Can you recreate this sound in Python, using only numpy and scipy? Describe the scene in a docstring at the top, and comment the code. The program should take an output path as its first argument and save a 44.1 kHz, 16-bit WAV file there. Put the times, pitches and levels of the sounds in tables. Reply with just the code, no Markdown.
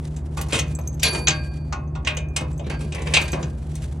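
"""A diesel engine throbs steadily nearby, outdoors, and a canvas sleeve rustles as an arm moves.
Close to a stereo pair of microphones, a steel pin is drawn out of a trailer hitch, knocks about
the hole and is pushed home again. Each knock or scrape rattles the steel frame, and some set the
hollow drawbar or the whole trailer ringing. The pin's wire clip ticks against it, and the pin
itself rings when it hangs free."""
import sys
import numpy as np
from scipy import signal
from scipy.fft import rfft, irfft
from scipy.io import wavfile

SR = 44100
rng = np.random.default_rng(int(sys.argv[2]) if len(sys.argv) > 2 else 0)


def output_pcm(signal):
    """Save a mono or channel-first signal as 16-bit PCM at the path in sys.argv[1].

    Samples are clipped to [-1, 1] before scaling.
    """
    pcm = np.clip(np.atleast_2d(signal).T, -1, 1) * 32767
    wavfile.write(sys.argv[1], SR, np.round(pcm).astype(np.int16))


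N = 176400
TIME = np.arange(N) / SR
RING_TIME = TIME[:SR // 2]


def from_db(db):
    """Decibels to gain."""
    return 10 ** (np.asarray(db) / 20)


def unit_rms(x):
    """Scale to rms 1."""
    return x / np.sqrt(np.mean(x ** 2) + 1e-20)


def at_hz(points, hz):
    """Read a table along log frequency."""
    pitches, values = np.transpose(points)
    return np.interp(np.log(hz), np.log(pitches), values)


def drift(rate_hz):
    """Smooth random motion of spread about 1."""
    hop = 100
    pole = np.exp(-2 * np.pi * rate_hz * hop / SR)
    noise = rng.standard_normal(N // hop + 1002)
    slow = signal.lfilter([1], [1, -2 * pole, pole * pole], noise)[1000:]
    return np.interp(np.arange(N) / hop, np.arange(len(slow)), unit_rms(slow))


def add(out, start_s, sound):
    """Mix a sound in at start_s."""
    i = max(int(start_s * SR), 0)
    out[..., i:i + sound.shape[-1]] += sound[..., :out.shape[-1] - i]


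# Width at the microphones: pitch_hz, side_re_mid_db
WIDTH = [(60, -28.5), (170, -18), (350, -11), (700, 0), (1400, -7.5), (3000, -3.5), (6000, -17),
         (12000, -9)]
def spread(mid, side, hz):
    """Left and right from mid and side, wider above the bass."""
    side = side * from_db(at_hz(WIDTH, hz))
    return np.array([mid + side, mid - side])


def stereo_noise(spectrum):
    """Noise of the given colour at both microphones, rms 1."""
    hz = np.maximum(np.fft.rfftfreq(N, 1 / SR), 1)
    mid, side = rfft(rng.standard_normal((2, N)))
    return unit_rms(irfft(spread(mid, side, hz) * from_db(at_hz(spectrum, hz)), N))


def mode(hz, db, t60, rise_s=.001):
    """One dying sine, reaching each microphone with its own strength and phase."""
    t = TIME[:int(np.clip(1.5 * t60, .05, 2) * SR)]
    mics = spread(1, np.exp(2j * np.pi * rng.random()), hz)
    tone = np.imag(mics[:, None] * np.exp(2j * np.pi * hz * t))
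    return tone * from_db(db - 60 * t / t60) * (1 - np.exp(-t / rise_s))


# Hum of the diesel, behind the hitch: pitch_hz, rms_db
ENGINE_TONES = [(41.3, -51.5), (58, -40), (61.8, -36), (70.5, -44.5), (75.4, -32), (114.5, -48.5),
                (123, -61.5), (127, -43.5), (150.7, -34), (154, -39.5), (226.2, -48), (265, -50.5),
                (339, -51), (376.5, -54.5)]
# Its roar and the open air: pitch_hz, relative_db
ROAR_SPECTRUM = [(20, -5), (35, -19), (55, 2), (100, 6.5), (135, 7), (190, -0.5), (300, -3.5), (450, -9.5),
                 (700, -13), (1200, -23.5), (2000, -33), (4000, -54.5), (10000, -52), (14000, -60)]
def engine(speed_wander=0.004296, throb_db=0.94, roar_db=-37.5):
    """Low tones beat together and wander with the engine's speed, over a dull roar."""
    engine_time = np.cumsum(1 + speed_wander * drift(1.108)) / SR
    hum = np.zeros(N)
    for hz, db in ENGINE_TONES:
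        peak = np.sqrt(2) * from_db(db + throb_db * drift(1.33))
        hum += peak * np.sin(2 * np.pi * (hz * engine_time + rng.random()))
    return hum + from_db(roar_db) * stereo_noise(ROAR_SPECTRUM)


# Swells of the sleeve at the hitch: time_s, relative_db
RUSTLE_SWELLS = [(0,-51.5), (.3,-55.5), (.48,-44.5), (.7,-48), (.95,-58.5), (1.18,-43), (1.42,-51),
                 (1.65,-58), (1.9,-70), (2.3,-75.5), (2.45,-53.5), (2.57,-58), (2.8,-58.5), (3.25,-35),
                 (3.42,-51), (4,-49.5)]
# Colour of the canvas: pitch_hz, relative_db
CANVAS_SPECTRUM = [(500, -13), (1500, 6), (3500, 4.5), (5000, 2), (8000, 3.5), (11000, -0.5),
                   (12300, -14.5), (16000, -25.5)]
def sleeve(gain_db=-6, flicker_db=-5):
    """Canvas hisses softly and unevenly while the arm moves."""
    swell_db = np.interp(TIME, *np.transpose(RUSTLE_SWELLS))
    return from_db(swell_db + gain_db + flicker_db * drift(25)) * stereo_noise(CANVAS_SPECTRUM)


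# Decay of the frame's tail: pitch_hz, t60_s
FRAME_DECAY = [(120, 1), (400, 0.49), (1000, 0.39), (2500, 0.22), (6000, 0.13), (12000, 0.1)]
FAST_LOSS_S = 0.011
def frame_modes(count=520, tail_db=-4.5):
    """The steel frame's crowded modes each lose energy fast, then ring on in a tail."""
    edges = np.linspace(np.sqrt(95), np.sqrt(16500), count + 1) ** 2
    width_hz = np.diff(edges)
    hz = edges[:-1] + width_hz * rng.random(count)
    t60 = at_hz(FRAME_DECAY, hz) * np.exp(0.11 * rng.standard_normal(count))
    angle = np.outer(2 * np.pi * hz, RING_TIME)
    decay = from_db(np.outer(-60 / t60, RING_TIME))
    decay *= (np.exp(-RING_TIME / FAST_LOSS_S) + from_db(tail_db)) / (1 + from_db(tail_db))
    return hz, width_hz, np.vstack([np.sin(angle) * decay, np.cos(angle) * decay])


# The thud, clank, clang and ping bands: low_hz, high_hz
CONTACT_BANDS = [(220, 600), (600, 1600), (2000, 4500), (5500, 10000)]
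# The frame's colour on every contact: pitch_hz, gain_db
FRAME_COLOUR = [(100, -13.5), (150, -0.5), (250, -10), (500, -3), (1100, -3.5), (1400, -8), (1900, -3),
                (2500, -1), (3500, -2.5), (5000, -2.5), (6300, 2), (8200, 0.5), (9600, -2.5), (11000, -1.5),
                (13000, -12), (16000, -42)]
def strike(frame, band_db, top_hz, contact_s=.0018):
    """A contact favours some frame modes by where it lands and is too soft for those above top_hz."""
    hz, width_hz, rings = frame
    low, high = np.transpose(CONTACT_BANDS)
    density_db = np.interp(np.log(hz), np.log(low * high) / 2, band_db - 10 * np.log10(high - low))
    knots_hz = np.arange(0, SR / 2, 330)
    ripple_db = 3.5 * np.interp(hz, knots_hz, rng.standard_normal(len(knots_hz)))
    uneven = unit_rms(from_db(ripple_db + 3 * rng.standard_normal(len(hz))))
    softness = 1 / np.sqrt(1 + (hz / top_hz) ** 24)
    gain = np.sqrt(2 * width_hz) * from_db(density_db + at_hz(FRAME_COLOUR, hz)) * uneven * softness
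    mid, side = np.exp(2j * np.pi * rng.random((2, len(hz))))
    drive = spread(mid, side, hz) * gain
    return np.hstack([drive.real, drive.imag]) @ rings * (1 - np.exp(-RING_TIME / contact_s))


# Pin on frame, close up: start_s, thud_db, clank_db, clang_db, ping_db, top_hz
PIN_KNOCKS = [(0.163,-59,-44,-49.5,-41,10900), (0.371,-39,-51,-34.5,-33.5,12600),
              (.377,-26,-34,-42,-38.5,12600), (0.411,-27,-34,-34,-29.5,13000),
              (0.484,-30,-38,-49,-40.5,13000), (0.523,-53,-29,-16.5,-31,10000),
              (.541,-25,-22.5,-19,-28,11100), (0.553,-28.5,-35,-20,-24.5,11000),
              (.589,-40,-39,-20,-24,11800), (.786,-24.5,-37.5,-44,-56,9000), (0.995,-62,-50,-40,-32,7800),
              (1.03,-35,-30.5,-13,-14.5,11000), (1.147,-20,-29,-25.5,-29.5,10900),
              (1.271,-48,-17,-12.5,-15.5,7200), (1.281,-25,-30,-15,-10,7400),
              (1.302,-34,-47,-18.5,-20,7000), (1.724,-39,-25,-32,-29,7300),
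              (1.951,-45.5,-39,-38.5,-42.5,8000), (2.048,-44,-36,-34,-35,7500),
              (2.071,-28,-26.5,-14.5,-27,8850), (2.169,-31.5,-31,-28.5,-30.5,8800),
              (2.362,-22,-30,-18.5,-18.5,10600), (2.408,-29.5,-26,-38,-39,10900),
              (2.594,-30,-34.5,-40,-46.5,8810), (2.665,-19.5,-39,-41,-46.5,11000),
              (2.698,-27.5,-28.5,-29.5,-35.5,10800), (2.807,-52,-36,-40,-38,11450),
              (2.921,-34,-39.5,-31.5,-34,8250), (2.946,-27.5,-37,-33,-32,10800),
              (3.018,-20.5,-47,-40,-37,10200), (3.071,-26,-31,-28,-37.5,10200),
              (3.137,-22,-22,-9.5,-15,9200), (3.15,-44,-26,-12,-25,9500), (3.168,-26,-17.5,-17,-25,8700),
              (3.213,-27,-28,-28,-29.5,10000), (3.279,-46,-42,-31,-35,10300), (3.33,-19,-23,-27,-31.5,8800),
              (3.427,-28,-28,-34,-33.5,7500), (3.753,-54,-45,-42,-34,12000)]
# The hitch bracket's clear tones: pitch_hz, relative_db, t60_s
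BRACKET_MODES = [(609, -19, .6), (2150, -11, .25), (2470, -5, .12), (2513, -4, .2), (2546, -13, .4),
                 (2750, -12, .2), (2855, -14, .24), (2898, -12, .18), (3137, -12, .15), (3320, -13, .15),
                 (3706, -10, .2), (3759, -12, .2)]
def knocks(frame, bracket_db=-8, vary_db=3):
    """The pin hits the hitch: the frame rattles and the bracket rings."""
    out = np.zeros((2, N))
    for start_s, thud, clank, clang, ping, top_hz in PIN_KNOCKS:
        add(out, start_s, strike(frame, np.array([thud, clank, clang, ping]), top_hz))
        for hz, mode_db, t60 in BRACKET_MODES:
            level_db = clang + bracket_db + mode_db + vary_db * rng.standard_normal()
            add(out, start_s, rng.choice([-1, 1]) * mode(hz, level_db, t60))
    return out


# Scrapes in the hole: start_s, length_s, thud_db, clank_db, clang_db, ping_db
PIN_SLIDES = [(0.528, 0.063, -26.5, -27, -27.5, -28.5), (1.018, .012, -54, -46.5, -21, -32.5),
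              (1.04, 0.044, -29.5, -24, -14.5, -29.5), (1.121, 0.071, -26.5, -28, -50, -37),
              (2.064, 0.044, -42, -33, -28.5, -44.5), (2.63, 0.049, -39, -54, -48, -61),
              (2.705, 0.039, -40, -33.5, -35.5, -54), (2.79, 0.063, -30, -53, -50, -49),
              (2.938, 0.27, -28.5, -36.5, -39.5, -64), (3.14, 0.028, -60, -35, -6, -26.5),
              (3.18, .075, -60, -41, -36, -47), (3.325, 0.075, -33, -33.5, -50, -64),
              (0.367, 0.029, -33, -33, -40, -44), (0.491, 0.1, -43.5, -40, -41.5, -53)]
def slides(frame, slips_per_s=380, vary_db=6, gain_db=1):
    """The pin sticks and slips, sending dense uneven clicks into the frame."""
    out = np.zeros((2, N))
    for start_s, length_s, *band_db in PIN_SLIDES:
        ring = strike(frame, np.array(band_db), top_hz=10400)
        slipping = rng.random(len(RING_TIME)) < slips_per_s / SR
        slips = slipping * from_db(vary_db * rng.standard_normal(len(RING_TIME)))
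        slips = unit_rms(slips[:int(length_s * SR)]) / np.sqrt(FAST_LOSS_S * SR)
        add(out, start_s, from_db(gain_db) * signal.fftconvolve(ring, slips[None], axes=1))
    return out


def steel_body(blows, modes, detune=.015, vary_db=2):
    """A large body rings; each mode's pitch and strength shift with how the pin bears on it."""
    out = np.zeros((2, N))
    for start_s, db in blows:
        for hz, mode_db, t60 in modes:
            shift, vary = rng.standard_normal(2)
            sign = rng.choice([-1, 1])
            add(out, start_s, sign * mode(hz * (1 + detune * shift), db + mode_db + vary_db * vary, t60))
    return out


# Knocks that reach the drawbar: start_s, level_db
DRAWBAR_KNOCKS = [(0.371, -37), (1.282, -32), (1.725, -34), (1.955, -40.5), (2.071, -37), (2.363, -41.5)]
# Its hollow tones: pitch_hz, relative_db, t60_s
DRAWBAR_MODES = [(607, -6, 0.46), (724, -10.5, 0.4), (726, -9.5, 0.2), (943, -19, 0.5), (801, 0, 0.32),
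                 (890, -3.5, 0.32), (1000, -2.5, 0.24), (1094, -3.5, 0.46), (1103, -3.5, 0.46),
                 (1220, -6, 0.38), (1195, -1, 0.14), (1440, -11, 0.26), (1426, -0.5, 0.23)]
def drawbar():
    """Some knocks set the hollow drawbar ringing."""
    return steel_body(DRAWBAR_KNOCKS, DRAWBAR_MODES)


# Clip ticks, close up: start_s, low_db, middle_db, high_db
CLIP_TICKS = [(.412,-44,-49,-32), (0.594,-21.5,-29,-42), (.68,-43,-64,-50), (0.75,-39,-24,-47),
              (.788,-40,-48,-42), (.812,-42.5,-58,-60), (0.874,-24,-38,-38), (.928,-42,-51,-63),
              (.942,-45,-56,-47), (0.998,-33,-52,-48), (1.032,-43,-22,-23), (1.27,-15,-40,-55),
              (1.473,-69,-59,-50), (1.725,-31,-42,-53), (1.876,-53.5,-77,-73), (2.049,-30,-54,-67),
              (2.148,-46,-59,-45), (2.169,-26,-47,-43), (2.285,-51,-62,-55.5), (2.363,-26,-26,-52),
              (2.528,-52,-49,-75), (2.578,-44,-48,-49), (3.214,-44,-33,-37), (3.236,-50,-42,-39),
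              (3.318,-29.5,-36,-29), (3.753,-43,-57,-43), (3.821,-45,-51,-56)]
# The wire's three clusters of modes: pitch_hz, relative_db, t60_s
CLIP_LOW = [(6020, -8, .035), (6390, -12, .16), (6343, -4, .07), (6455, -2, .05)]
CLIP_MIDDLE = [(7350, -6, .035), (7730, 0, .07), (8350, -7, .04), (8979, -12, .07)]
CLIP_HIGH = [(10900, -6, .02), (12520, -2, .055), (13400, -8, .015), (15800, -8, .04)]
def wire_clip(snap_db=-3, snap_s=.003, rise_s=.0006, detune=.003, vary_db=3):
    """The wire clip snaps lightly against the pin and rings, a little differently each time."""
    out = np.zeros((2, N))
    bright_band = signal.butter(3, [4500, 13000], "band", fs=SR, output="sos")
    for start_s, *levels in CLIP_TICKS:
        noise = unit_rms(signal.sosfilt(bright_band, rng.standard_normal(len(RING_TIME))))
        snap = from_db(np.mean(levels) + snap_db) * noise * np.exp(-RING_TIME / snap_s)
        tick = np.array([snap, snap])
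        for db, cluster in zip(levels, (CLIP_LOW, CLIP_MIDDLE, CLIP_HIGH)):
            for hz, mode_db, t60 in cluster:
                shift, vary = rng.standard_normal(2)
                add(tick, 0, mode(hz * (1 + detune * shift), db + mode_db + vary_db * vary, t60))
        add(out, start_s, tick * (1 - np.exp(-RING_TIME / rise_s)))
    return out


# Shoves at the hitch: start_s, level_db
SHOVES = [(.55, -30), (1.15, -42), (1.281, -30.5), (2.41, -31), (3.335, -57), (3.4, -32)]
# The trailer's low tones: pitch_hz, relative_db, t60_s
CHASSIS_MODES = [(108.6, -4, 0.95), (137.6, 2, 0.96), (168.4, -16, .5), (183, -11, 1), (212.2, -10.5, 0.19),
                 (242.6, -2.5, 0.22), (319.5, -6, 0.67), (346.4, -16, .35), (451, -10, 0.21),
                 (466.3, -18, 0.38), (513, -5, 0.27)]
def chassis():
    """Shoves shake the whole trailer into a low boom."""
    return steel_body(SHOVES, CHASSIS_MODES)


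# The pin hanging free, close up: start_s, mode1_db, mode2_db, mode3_db, mode4_db
PIN_RINGS = [(0.587, -50, -45.5, -71.5, -83), (1.033, -31.5, -26, -23, -26), (1.281, -30, -38, -36, -65),
             (2.073, -43, -34.5, -77, -66), (2.699, -40, -48.5, -47, -80), (3.166, -37.5, -35, -40, -70.5),
             (3.333, -46, -51, -56, -89)]
# Its bending modes: pitch_hz, t60_s, twin_offset_hz, twin_relative_db
PIN_MODES = [(1600, .62, 16, -5), (2428, .85, -7, -9), (4577, .78, 3, -14), (10329, .6, 37, -4)]
def ringing_pin():
    """The loose pin sings on in beating pairs of modes."""
    out = np.zeros((2, N))
    for start_s, *levels in PIN_RINGS:
        for db, (hz, t60, offset_hz, twin_db) in zip(levels, PIN_MODES):
            add(out, start_s, mode(hz, db, t60))
            add(out, start_s, mode(hz + offset_hz, db + twin_db, t60))
    return out


def scene():
    """Steel and sleeve close to the microphones, the engine behind."""
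    frame = frame_modes()
    trailer = knocks(frame) + slides(frame) + drawbar() + chassis()
    return trailer + ringing_pin() + wire_clip() + engine() + sleeve()


def record(dry, cutoff_hz=16900):
    """The left microphone hears one sample later, and the highest treble is cut."""
    left = np.pad(dry[0], (1, 0), mode="edge")[:N]
    lowpass = signal.cheby2(12, 70, cutoff_hz, fs=SR, output="sos")
    return signal.sosfilt(lowpass, np.array([left, dry[1]]))


dry = scene()
out = record(dry)
output_pcm(out)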